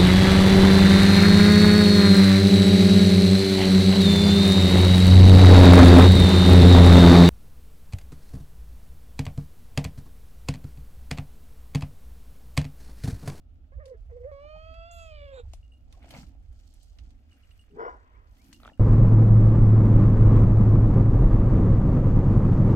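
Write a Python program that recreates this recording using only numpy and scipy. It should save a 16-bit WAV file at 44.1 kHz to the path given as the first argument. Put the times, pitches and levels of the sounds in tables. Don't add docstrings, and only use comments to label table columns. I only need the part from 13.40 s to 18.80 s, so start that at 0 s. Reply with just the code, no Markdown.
import sys
import numpy as np
from scipy import signal
from scipy.fft import rfft, irfft, next_fast_len
from scipy.io import wavfile
from scipy.ndimage import uniform_filter1d

SR = 44100
rng = np.random.default_rng(int(sys.argv[2]) if len(sys.argv) > 2 else 0)


def transcribe(signal):
    frames = np.atleast_2d(signal).T
    limited = np.clip(frames, -1, 1)
    pcm = np.round(limited * 32767).astype(np.int16)
    wavfile.write(sys.argv[1], SR, pcm)


def rack_gain(trim_db):
    fader = np.asarray(trim_db, float)
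    return 10 ** (fader / 20)


N = 237950
T = np.arange(N) / SR
HZ = np.arange(next_fast_len(N) // 2 + 1) * SR / next_fast_len(N)
RIGHT_S, LEFT_S = 0.0003095, -0.00014
LIPS_PART = 0.58


def unit(x):
    return x / np.sqrt(np.mean(x ** 2))


def shape(points, hz):
    f, db = np.transpose(points)
    return np.interp(np.log(hz + 1), np.log(f), db, left=-99, right=-99)


def tint(x, points):
    size = next_fast_len(N)
    return unit(irfft(rfft(x, size) * rack_gain(shape(points, HZ)), size)[:N])


def noise(points):
    return tint(rng.standard_normal(N), points)


def curves(tables, column):
    out = np.full(N, -140.)
    for rows in map(np.array, tables):
        inside = (T >= rows[0, 0]) & (T <= rows[-1, 0])
        out[inside] = np.interp(T[inside], rows[:, 0], rows[:, column])
    return uniform_filter1d(out, size=90)


def walk(rate, size=N):
    k = int(SR / rate)
    held = np.repeat(rng.standard_normal(size // k + 1), k)
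    return 1.5 * uniform_filter1d(uniform_filter1d(held, k), k)[:size]


def wobble(hz, depth, rate):
    return np.sin(2 * np.pi * np.cumsum(hz * (1 + depth * walk(rate))) / SR)


def place(x, lag_s, pan_db=0.):
    size = next_fast_len(N)
    late = irfft(rfft(x, size) * np.exp(-2j * np.pi * HZ * lag_s), size)[:N]
    return np.array([late * rack_gain(pan_db / 2), x * rack_gain(-pan_db / 2)])


def ring(hz, t60, size=6000):
    t = T[:size]
    return np.sin(2 * np.pi * hz * t) * 1000. ** (-t / t60)


def add(track, s, sound):
    i = int(s * SR)
    track[..., i:i + sound.shape[-1]] += sound[..., :N - i]


def swells(rows, over):
    power = 0
    for s, half, db, *rel in rows:
        fall = 9 * np.abs((T - s) / half) ** 1.97
        power = power + rack_gain(2 * (db + over * sum(rel) - fall))
    return np.sqrt(power)


def wind():
    # (time [s], level [dB])
    gust_levels = [(0., -59.5), (.19, -48), (.3, -53.5), (.37, -40), (.52, -56), (.6, -42.5), (1.1, -52.5),
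                   (1.85, -42), (2., -50.5), (2.07, -42.5), (2.25, -51), (2.61, -54.5), (3.71, -51.5),
                   (4., -57), (4.16, -46.5), (4.26, -51.5), (4.72, -55), (5.4, -56.5)]
    # (frequency [Hz], level per Hz [dB])
    rumble = [(8.8, -36), (15, -6), (38, 1.5), (70, 2), (88, -3), (119, -20), (200, -35), (260, -68),
              (440, -120)]
    air_colour = [(180, -19.5), (300, -23), (418, -8), (722, -6.5), (1010, -23), (1350, -13.5),
                  (1650, -25.5), (2900, -22), (8110, -39.5), (10200, -48.5), (15700, -33.5)]
    # (time [s], half length [s], level [dB])
    shoves = [
        (.17, 0.14, -69.5),
        (1.05, 0.038, -69.5),
        (1.3, 0.022, -65),
        (2.5, 0.11, -72),
        (3.85, 0.21, -68.5),
        (2.78, 0.16, -58.5),
        (3.05, 0.52, -75),
        (4.41, 0.093, -56),
        (5.2, 0.23, -62),
    ]
    gust = place(noise(rumble), RIGHT_S, -4.0) + 0.38 * np.array([noise(rumble), noise(rumble)])
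    gust_db = curves([gust_levels], column=1) + 2.5 * walk(7.)
    herd = [(100, 0.5), (150, -6.5), (260, 2.5), (340, -7.5), (420, -26.5)]
    stir = place(noise(herd) * rack_gain(2. * walk(9.7)), 0.) + 0.5 * np.array([noise(herd), noise(herd)])
    tread = np.hypot(rack_gain(-75), swells(shoves, over=0))
    air = 0.23 * place(noise(air_colour), RIGHT_S) + 0.46 * np.array([noise(air_colour), noise(air_colour)])
    return rack_gain(gust_db) * gust + tread * stir + rack_gain(-70.5 + 0.36 * walk(0.92)) * air


def rustle(lag_s, like):
    # (time [s], half length [s], hiss level [dB], sizzle over hiss [dB])
    sheeting = [(.48, 0.038, -77, -15), (2.11, 0.086, -77.5, -11), (2.57, 0.071, -74, -14),
                (2.67, 0.056, -69.5, -10.5), (2.713, 0.01, -55.5, -8.5), (2.775, 0.061, -57.5, -10.5),
                (2.86, 0.078, -75, -12), (3.2, 0.1, -79, -31), (3.4, 0.28, -72, -11.5),
                (3.65, 0.1, -80, -40), (3.96, 0.101, -77.5, -6.5), (4.16, 0.15, -77, -4),
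                (4.5, 0.12, -82, -21), (4.94, 0.058, -78, -12), (5.1, 0.15, -70.5, -1.5),
                (5.26, .07, -72, -8.5)]
    # (time [s], half length [s], scrape level [dB], body over scrape [dB])
    scuffs = [(.45, 0.023, -78, -27), (2.05, 0.018, -87, 18), (2.13, 0.053, -75.5, -20),
              (2.6, 0.1, -77, 12.5), (2.66, 0.047, -66.5, -1), (2.755, 0.058, -56.5, 3.5),
              (2.9, 0.095, -80, 7), (3.35, 0.39, -90.5, 7), (3.67, 0.1, -81.5, 5), (3.97, 0.1, -76.5, -8),
              (4.15, 0.27, -74.5, -24.5), (4.37, 0.013, -81, 28.5), (4.49, 0.09, -75.5, 22.5),
              (4.7, 0.12, -72.5, -6), (5.08, 0.27, -76, -1), (5.265, 0.045, -60.5, 0.5)]
    # (frequency [Hz], level per Hz [dB])
    sizzle = [(7500, -21), (8500, 1.5), (10300, 2.5), (11800, 7.5), (16000, -3.5)]
    hiss = [(1530, -39.5), (2600, -17), (2900, -0.5), (3750, -4.5), (4330, 0), (8500, -7.5), (11000, -38),
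            (18700, -120)]
    pen_db = [-92.5, -85, -83, -86]
    scrape = [(900, -4.5), (1300, 3.5), (2600, 4.0), (3800, -6.5)]
    body = [(150, -15.5), (400, -6.0), (800, 2.0), (1300, -22.5)]
    moves = [swells(sheeting, over=1), swells(sheeting, over=0), swells(scuffs, over=0), swells(scuffs, over=0.89)]
    calm_db = -6 * (T < 0.57)
    out = 0
    for k, colour in enumerate([sizzle, hiss, scrape, body]):
        grains = [rng.standard_normal(N) * rack_gain(2.4 * walk(60) + 3.6 * walk(400)) for _ in range(3)]
        shared, left, right = (tint(g, colour) for g in grains)
        share = np.clip(like * (1 + 1.11 * k), 0, 1)
        both = np.sqrt(share) * place(shared, lag_s) + np.sqrt(1 - share) * np.array([left, right])
        out = out + np.hypot(moves[k], rack_gain(pen_db[k] + calm_db)) * both
    return out


def clicks():
    # (time [s], peak level [dB], ring [Hz], treble level [dB], left minus right [dB])
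    gravel = [(0.4556, -54.5, 4450, -83, 7.5), (0.479, -64, 1960, -63, -2), (.24, -70, 1510, -86.5, 3),
              (0.996, -71, 2510, -95, -2), (1.585, -63, 4410, -96, -9), (4.57, -82.5, 6500, -87, 6),
              (1.3402, -60.5, 2660, -79, -6), (2.0835, -67, 1215, -88, 5), (2.1339, -49.5, 5230, -84, 9.5),
              (2.5251, -53.5, 3610, -56, 6.5), (2.627, -56, 2160, -64, 12), (2.6887, -59.5, 5000, -64, 3),
              (2.7057, -42.5, 3060, -46, 8.5), (2.791, -67, 5440, -77, 16), (2.83, -50.5, 1337, -59, 10),
              (2.8659, -62.5, 4000, -74, 4.5), (3.0244, -73, 1230, -72, 5.5),
              (3.1275, -69.5, 1260, -67.5, -5), (3.338, -65, 6500, -60, 4), (3.43, -64.5, 6550, -66, -1),
              (3.5859, -52.5, 2740, -126, 1.5), (3.705, -62.5, 3900, -75.5, 5.5),
              (4.109, -60, 2720, -70.5, 8), (5.0602, -65, 4230, -76, 5.5), (5.1284, -47, 4320, -65, 10.5),
              (5.266, -58.5, 4500, -68, 9), (5.375, -62, 1540, -65, 11)]
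    out, t = np.zeros((2, N)), T[:4000]
    high = signal.butter(2, [5000, 11500], "band", fs=SR, output="sos")
    decay = (np.exp(-t / 0.0052) + 0.22 * np.exp(-t / 0.029)) * np.minimum(t / .0007, 1)
    for s, db, hz, treble_db, pan_db in gravel:
        burst = rng.standard_normal((2, len(t))) * decay
        burst[1] = .5 * np.roll(burst[0], 5) + 2.42 * burst[1]
        mid = signal.butter(2, [0.48 * hz, 1.73 * hz], "band", fs=SR, output="sos")
        click = rack_gain(db) * (signal.sosfilt(mid, burst) + 0.27 * ring(hz, 0.055, size=len(t)))
        click = click + rack_gain(treble_db - 7.5) * signal.sosfilt(high, burst)
        add(out, s, click * rack_gain(np.array([[pan_db], [-pan_db]]) / 2))
    return out


def mouth_levels(opening):
    # (time [s], level [dB])
    crack = [(1.503, -100), (1.514, -50), (1.526, -65), (1.625, -62.5), (1.73, -80.5)]
    # (time [s], level [dB])
    sheen_levels = [(1.508, -100), (1.525, -62), (1.6, -68), (1.66, -74), (1.74, -91)]
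    shut = np.maximum(LIPS_PART - opening, 0)
    mouth = -59.5 - 62.5 * shut + 9 * np.maximum(opening - LIPS_PART, 0)
    flutter = 2.8 * np.clip((T - crack[3][0]) * 10, 0, 1) * wobble(92, 0.12, 13)
    front = -58 - 43.5 * (1 - opening) - 8 * np.minimum(10 * shut, 1) + flutter
    strain = np.maximum(-83 - 45 * (1 - opening), curves([crack], column=1))
    return mouth, front, strain, curves([sheen_levels], column=1)


def throat_db(f, t, jaw, levels, open_s):
    # (frequency [Hz], level [dB])
    throat_open = [(900, -7), (1090, -7), (1250, 0), (1400, 0), (1750, -14), (1960, -14), (2160, 0),
                   (3350, -5), (3600, -15), (3900, -16), (4250, -15), (4550, -11), (5200, -22), (6950, -1),
                   (8700, -24), (9450, -13), (10150, -30), (10950, -5), (11500, -28), (12300, -24),
                   (12900, -15), (13700, -22), (14400, -40)]
    throat_shut = [(850, -5), (1200, 1), (1500, -7.5), (1800, 0.5), (2100, -7.5), (2500, -30)]
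    # (time [s], centre [Hz], depth [dB])
    nasal = [(.92, 2780, 24), (1., 2830, 5), (1.08, 3430, 0), (1.13, 3720, 17), (1.45, 4060, 20),
             (1.52, 4120, -2), (1.6, 3960, 2), (1.7, 3705, 8)]
    mouth, front, strain, sheen = levels
    db = mouth + np.clip((f - 1900) / 300, 0, 1) * (front - mouth)
    db = db + np.clip((f - 5000) / 900, 0, 1) * (strain - front)
    db = db + np.clip((f - 8000) / 600, 0, 1) * (sheen - strain)
    notch_s, notch_hz, notch_db = np.transpose(nasal)
    off_notch = (f - np.interp(t, notch_s, notch_hz)) / 220
    db = db + shape(throat_open, f / jaw) - np.interp(t, notch_s, notch_db) * np.exp(-off_notch ** 2)
    return np.where(t < open_s, mouth + shape(throat_shut, f), db)


def goat():
    # (time [s], pitch [Hz], fundamental level [dB], mouth opening [0-1])
    calls = [
        [(.32, 505.5, -60.5, 0.45), (.342, 581, -63, 0.48), (.375, 545, -71, 0), (.392, 487, -49.5, 0.4),
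         (.407, 622, -52.5, 0.56), (.45, 522.5, -47.5, 0.43), (.52, 519, -47, 0.34), (.55, 439, -52, 0.43),
         (.57, 457, -80, 0)],
        [(.697, 480, -62, 0.49), (.724, 495, -46, 0.2), (.77, 494, -45, 0.1), (.793, 471.7, -51.5, 0.19),
         (.85, 514, -42.5, 0.35), (.892, 621, -46.5, 0.47), (.915, 603, -55.5, 0.43)],
        [(.915, 559, -45, 0.8), (.99, 560, -49, 0.78), (1.12, 617.5, -50.5, 0.91), (1.5, 684, -52.5, 0.94),
         (1.62, 662.5, -52, 1.), (1.786, 584.4, -51.5, 0.92), (1.89, 559.4, -47.5, 0.86),
         (2.003, 488, -45.5, 0.52), (2.04, 487.3, -81, 0.)],
    ]
    # (time [s], share of smeared voice [0-1])
    hoarse_share = [(.3, .2), (.55, .22), (.6, .6), (.7, .7), (.74, .3), (.9, .15), (.95, .035),
                    (1.62, .03), (1.75, .08), (1.9, .1), (1.94, .3), (2.05, .45)]
    # (time [s], level [dB])
    half_levels = [(1.51, -100), (1.53, -79), (1.66, -76), (1.76, -72), (1.88, -82), (1.95, -100)]
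    # (frequency [Hz], level per Hz [dB])
    rasp_shut = [(300, -23), (550, 4), (800, -11), (1100, -19), (1600, -18.5), (2100, -12), (2500, -49)]
    rasp_open = [(400, 8), (1000, 6), (1400, 0), (1750, -16), (2400, 6), (2900, -6), (3350, -8), (3650, 13),
                 (3950, 2), (4300, -26), (6700, -26), (7250, -1), (7800, -10), (8200, -34), (9000, -22),
                 (9700, -36), (10600, -22), (11300, -40)]
    rows = np.concatenate(calls)
    hoarse = np.interp(T, *np.transpose(hoarse_share))
    tune = np.interp(T, rows[:, 0], rows[:, 1])
    tremble = .04 * (T > .43) * (T < .56) * np.sin(2 * np.pi * 38 * T)
    hz = tune * (1 + .005 * walk(110) + .003 * walk(25) + .06 * hoarse * walk(70) + tremble)
    phase = 2 * np.pi * np.cumsum(hz) / SR
    first = curves(calls, column=2) + 1.1 * walk(18.)
    opening = curves(calls, column=3)
    voice = rack_gain(first + (.8 + 5. * hoarse) * walk(80)) * np.sin(phase)

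    half_db = curves([half_levels], column=1)
    for k in np.arange(3.5, 8):
        voice += rack_gain(half_db - 9.7 * ((k * hz - 3650) / 450) ** 2) * np.sin(k * phase)

    live = slice(int(.3 * SR), int(2.1 * SR))
    levels = [level[live] for level in mouth_levels(opening)]
    jaw = np.maximum.accumulate(np.where(opening > LIPS_PART, tune, 560))[live] / 650
    for k in range(2, 26):
        f = k * hz[live]
        db = throat_db(f, T[live], jaw, levels, open_s=calls[2][0][0])
        db = db + 0.63 * walk(15.2, size=len(f)) + 0.9 * walk(100, size=len(f))
        scatter = hoarse[live] * .8 * np.sqrt(k) + np.minimum(.06 + .008 * k + .0014 * k * k, .22)
        scatter = np.clip(scatter, 0, 1)
        smear = scatter * unit(walk(1100, size=len(f)))
        line = np.sin(k * phase[live] + 0.76 * k * k)
        voice[live] += rack_gain(db) * (np.sqrt(1 - scatter ** 2) + smear) * line

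    rasp = np.where(T < 1, rack_gain(-7 + 4 * walk(50)) * noise(rasp_shut), rack_gain(-1.5) * noise(rasp_open))
    rasp = rasp * (1 + .5 * np.sin(phase))
    return np.sqrt(2) * voice + rack_gain(first) * np.clip(hoarse - .07, .015, 1) * rasp


def bird():
    # (time [s], level [dB], start [Hz], end [Hz], length [s])
    chirps = [
        (0.525, -68, 653, 646, 0.1),
        (4.727, -68, 1910, 2500, 0.058),
        (4.961, -69.5, 1750, 2710, 0.095),
        (5.262, -61, 2280, 2520, 0.025),
    ]
    out = np.zeros(N)
    for s, db, from_hz, to_hz, length in chirps:
        n = int(length * SR)
        glide = 2 * np.pi * np.cumsum(np.linspace(from_hz, to_hz, n)) / SR
        add(out, s, rack_gain(db) * np.hanning(n) * np.sin(glide))
    return out


def knocks():
    # (time [s], level [dB],
    # pitch [Hz], length [s])
    thuds = [(0.687, -60, 657, 0.031), (1.029, -62.5, 822, 0.039), (1.03, -66, 326, 0.048),
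             (1.136, -60.5, 779, 0.058), (1.137, -57, 162, 0.058), (1.149, -59, 860, 0.028),
             (1.299, -62, 257.7, 0.056), (2.532, -65, 1093, 0.028), (2.66, -57.5, 700, 0.027),
             (2.697, -52, 678, 0.024), (2.731, -44.5, 138.6, 0.044), (2.755, -45, 253, 0.023),
             (2.78, -40, 146, 0.017), (2.788, -46, 255, 0.019), (2.826, -42.5, 161, 0.018),
             (4.31, -54, 170, 0.072)]
    # (time [s], peak level [dB], ring [Hz], upper ring level [dB], upper ring [Hz])
    stones = [(2.136, -35.5, 688, -30, 2780), (2.644, -41, 640, -40, 3220), (2.739, -34.5, 650, -27, 4400),
              (2.749, -39, 2230, -45, 3000), (2.799, -65, 1100, -42, 5900), (2.813, -57, 4300, -33, 5200),
              (5.128, -45, 2020, -35, 3000), (2.766, -39, 765, -38, 4400), (5.201, -47.5, 1260, -38, 2940),
              (5.233, -40, 1310, -30, 3870), (5.25, -38.5, 1240, -27.5, 3380),
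              (5.257, -32.5, 1270, -82, 3390), (5.277, -32.5, 1410, -30.5, 3380),
              (5.29, -39.5, 850, -34, 3330), (5.298, -44.5, 1770, -64, 3370),
              (5.319, -43.5, 650, -71, 2980)]
    out, contact = np.zeros(N), np.minimum(T[:6000] / 0.0012, 1)
    for s, db, hz, length in thuds:
        n = int(length * SR)
        add(out, s, rack_gain(db) * np.hanning(n) * np.sin(2 * np.pi * hz * T[:n]))
    for s, db, hz, top_db, top_hz in stones:
        low = ring(hz, 0.014) + 0.87 * ring(0.51 * hz, 0.0075) + .5 * ring(1.37 * hz, 0.0064)
        add(out, s, contact * (rack_gain(db) * low + rack_gain(top_db + 1.0) * ring(top_hz, 0.003)))
    return out


def bells():
    # (time [s], peak level [dB], pitch [Hz], upper modes level [dB], t60 [s])
    strikes = [
        (2.228, -65.5, 2840, -80, 0.21),
        (2.319, -62, 2846, -71.5, 0.19),
        (3.912, -62.5, 2930, -77, .05),
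        (3.926, -63, 2830, -70, 0.1),
        (4.0335, -62.5, 2870, -76, 0.076),
        (4.113, -56, 2830, -68, 0.038),
        (4.192, -59, 2870, -64.5, 0.14),
        (4.3096, -66.5, 2860, -80, .035),
        (5.1434, -56.5, 2820, -70, 0.11),
        (5.333, -59.5, 2850, -81, 0.081),
    ]
    # (frequency [Hz], level [dB], t60 [s])
    bell_top = [(8130, -3, .2), (8180, -5, .2), (8630, -5, .16)]
    out, contact = np.zeros(N), np.minimum(T[:12000] / .003, 1)
    for s, db, hz, top_db, ring_s in strikes:
        strike = 0
        for tune, share in [(.995, 1.2), (1.008, .85), (.975, .35)]:
            strike = strike + rack_gain(db) * share * ring(hz * tune, ring_s * rng.uniform(.7, 1.1), size=12000)
        for top_hz, mode_db, t60 in bell_top:
            strike = strike + rack_gain(top_db + mode_db) * ring(top_hz, t60, size=12000)
        add(out, s, contact * strike)
    return out


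def bark():
    # (start [Hz], end [Hz], width [Hz], level [dB], head start [dB])
    resonances = [(410, 462, 50, 0, 11), (620, 660, 140, -8, -6), (960, 995, 55, -3, -22),
                  (1250, 1250, 160, -11, -18), (1600, 1460, 130, -7, -10), (1900, 1990, 150, -18, -10),
                  (2920, 2920, 250, 3, 0), (3450, 3450, 200, -3, 0), (4850, 4800, 300, -4, 0),
                  (5300, 5400, 350, -1, 0)]
    # (frequency [Hz], level per Hz [dB])
    valley = [(200, -14.5), (450, -5), (750, -16.5), (1000, -1), (1300, -4.5), (2100, -15), (2500, -42),
              (4000, -36)]
    # (frequency [Hz], level [dB], t60 [s])
    ring_on = [
        (463, -74, .6),
        (1001, -71, 2.4),
    ]
    bark_s, hold_s, chest_stops_s = 4.44, .042, 4.48
    jaw, early = np.clip((T - 4.34) / .1, 0, 1) ** .6, np.clip((4.4 - T) / .05, 0, 1)
    chest_db = -500 * np.clip(T - chest_stops_s, 0, .03)
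    wheeze_db = 8 * np.clip((T - chest_stops_s) / 0.081, 0, 1)
    low, top = 0, 0
    for from_hz, to_hz, width, db, early_db in resonances:
        drift = 2 * np.pi * np.cumsum(from_hz + jaw * (to_hz - from_hz) + .3 * width * walk(60)) / SR
        peak = rack_gain(db + early * early_db) * (1.3 + walk(4.5 * width)) * np.sin(drift)
        peak = peak * rack_gain(chest_db * (to_hz < 700) + wheeze_db * (to_hz > 5000))
        if to_hz < 2400:
            low = low + peak
        else:
            top = top + peak
    hoarse = rack_gain(-6 - 6 * early) * noise([(200, -22), (330, -2), (1200, 0), (1800, -14), (2600, -36)])
    throat = low / np.std(low[T > 4.4]) + hoarse + rack_gain(-31 - 28 * early) * unit(top)

    push = -38 - 480 * np.maximum(bark_s - hold_s - T, 0) - 305 * np.maximum(T - bark_s - hold_s, 0)
    push += 2. * wobble(62, .25, 40)
    linger = np.where(T > bark_s, -63.5 - 56 * np.maximum(T - 4.75, 0), -140)
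    out = rack_gain(uniform_filter1d(linger, size=2000) + 1.7 * walk(25)) * noise(valley)
    out = out + rack_gain(push + 0.67 * walk(70)) * throat
    for hz, db, t60 in ring_on:
        add(out, 4.47, rack_gain(db) * (.8 + walk(70, size=30000)) * ring(hz, t60, size=30000))
    return out


def echo(x, t60, db):
    t = T[:int(t60 * SR)]
    tails = rng.standard_normal((2, len(t))) * 1000. ** (-t / t60) * (t > .004)
    tails = tails / np.sqrt(np.sum(tails[0] ** 2))
    return rack_gain(db) * signal.fftconvolve(x[None], tails, axes=1)[:, :N]


def scene():
    kid, chimes, stones, cough = goat(), bells() + bird(), knocks(), bark()
    near = place(kid, RIGHT_S, -5.0) + place(cough, RIGHT_S * 1.174, 2.86)
    near = near + place(stones, LEFT_S / 2, 0.58) + place(chimes, .00004, -0.54)
    echoes = echo(kid + stones + chimes, .2, -15) + echo(cough, .3, -15)
    return wind() + rustle(LEFT_S, 0.13) + clicks() + near + echoes


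def top_cut(x):
    return signal.sosfilt(signal.butter(12, 15880, fs=SR, output="sos"), x)


def record(dry):
    return top_cut(dry)


dry = scene()
out = record(dry)
transcribe(out)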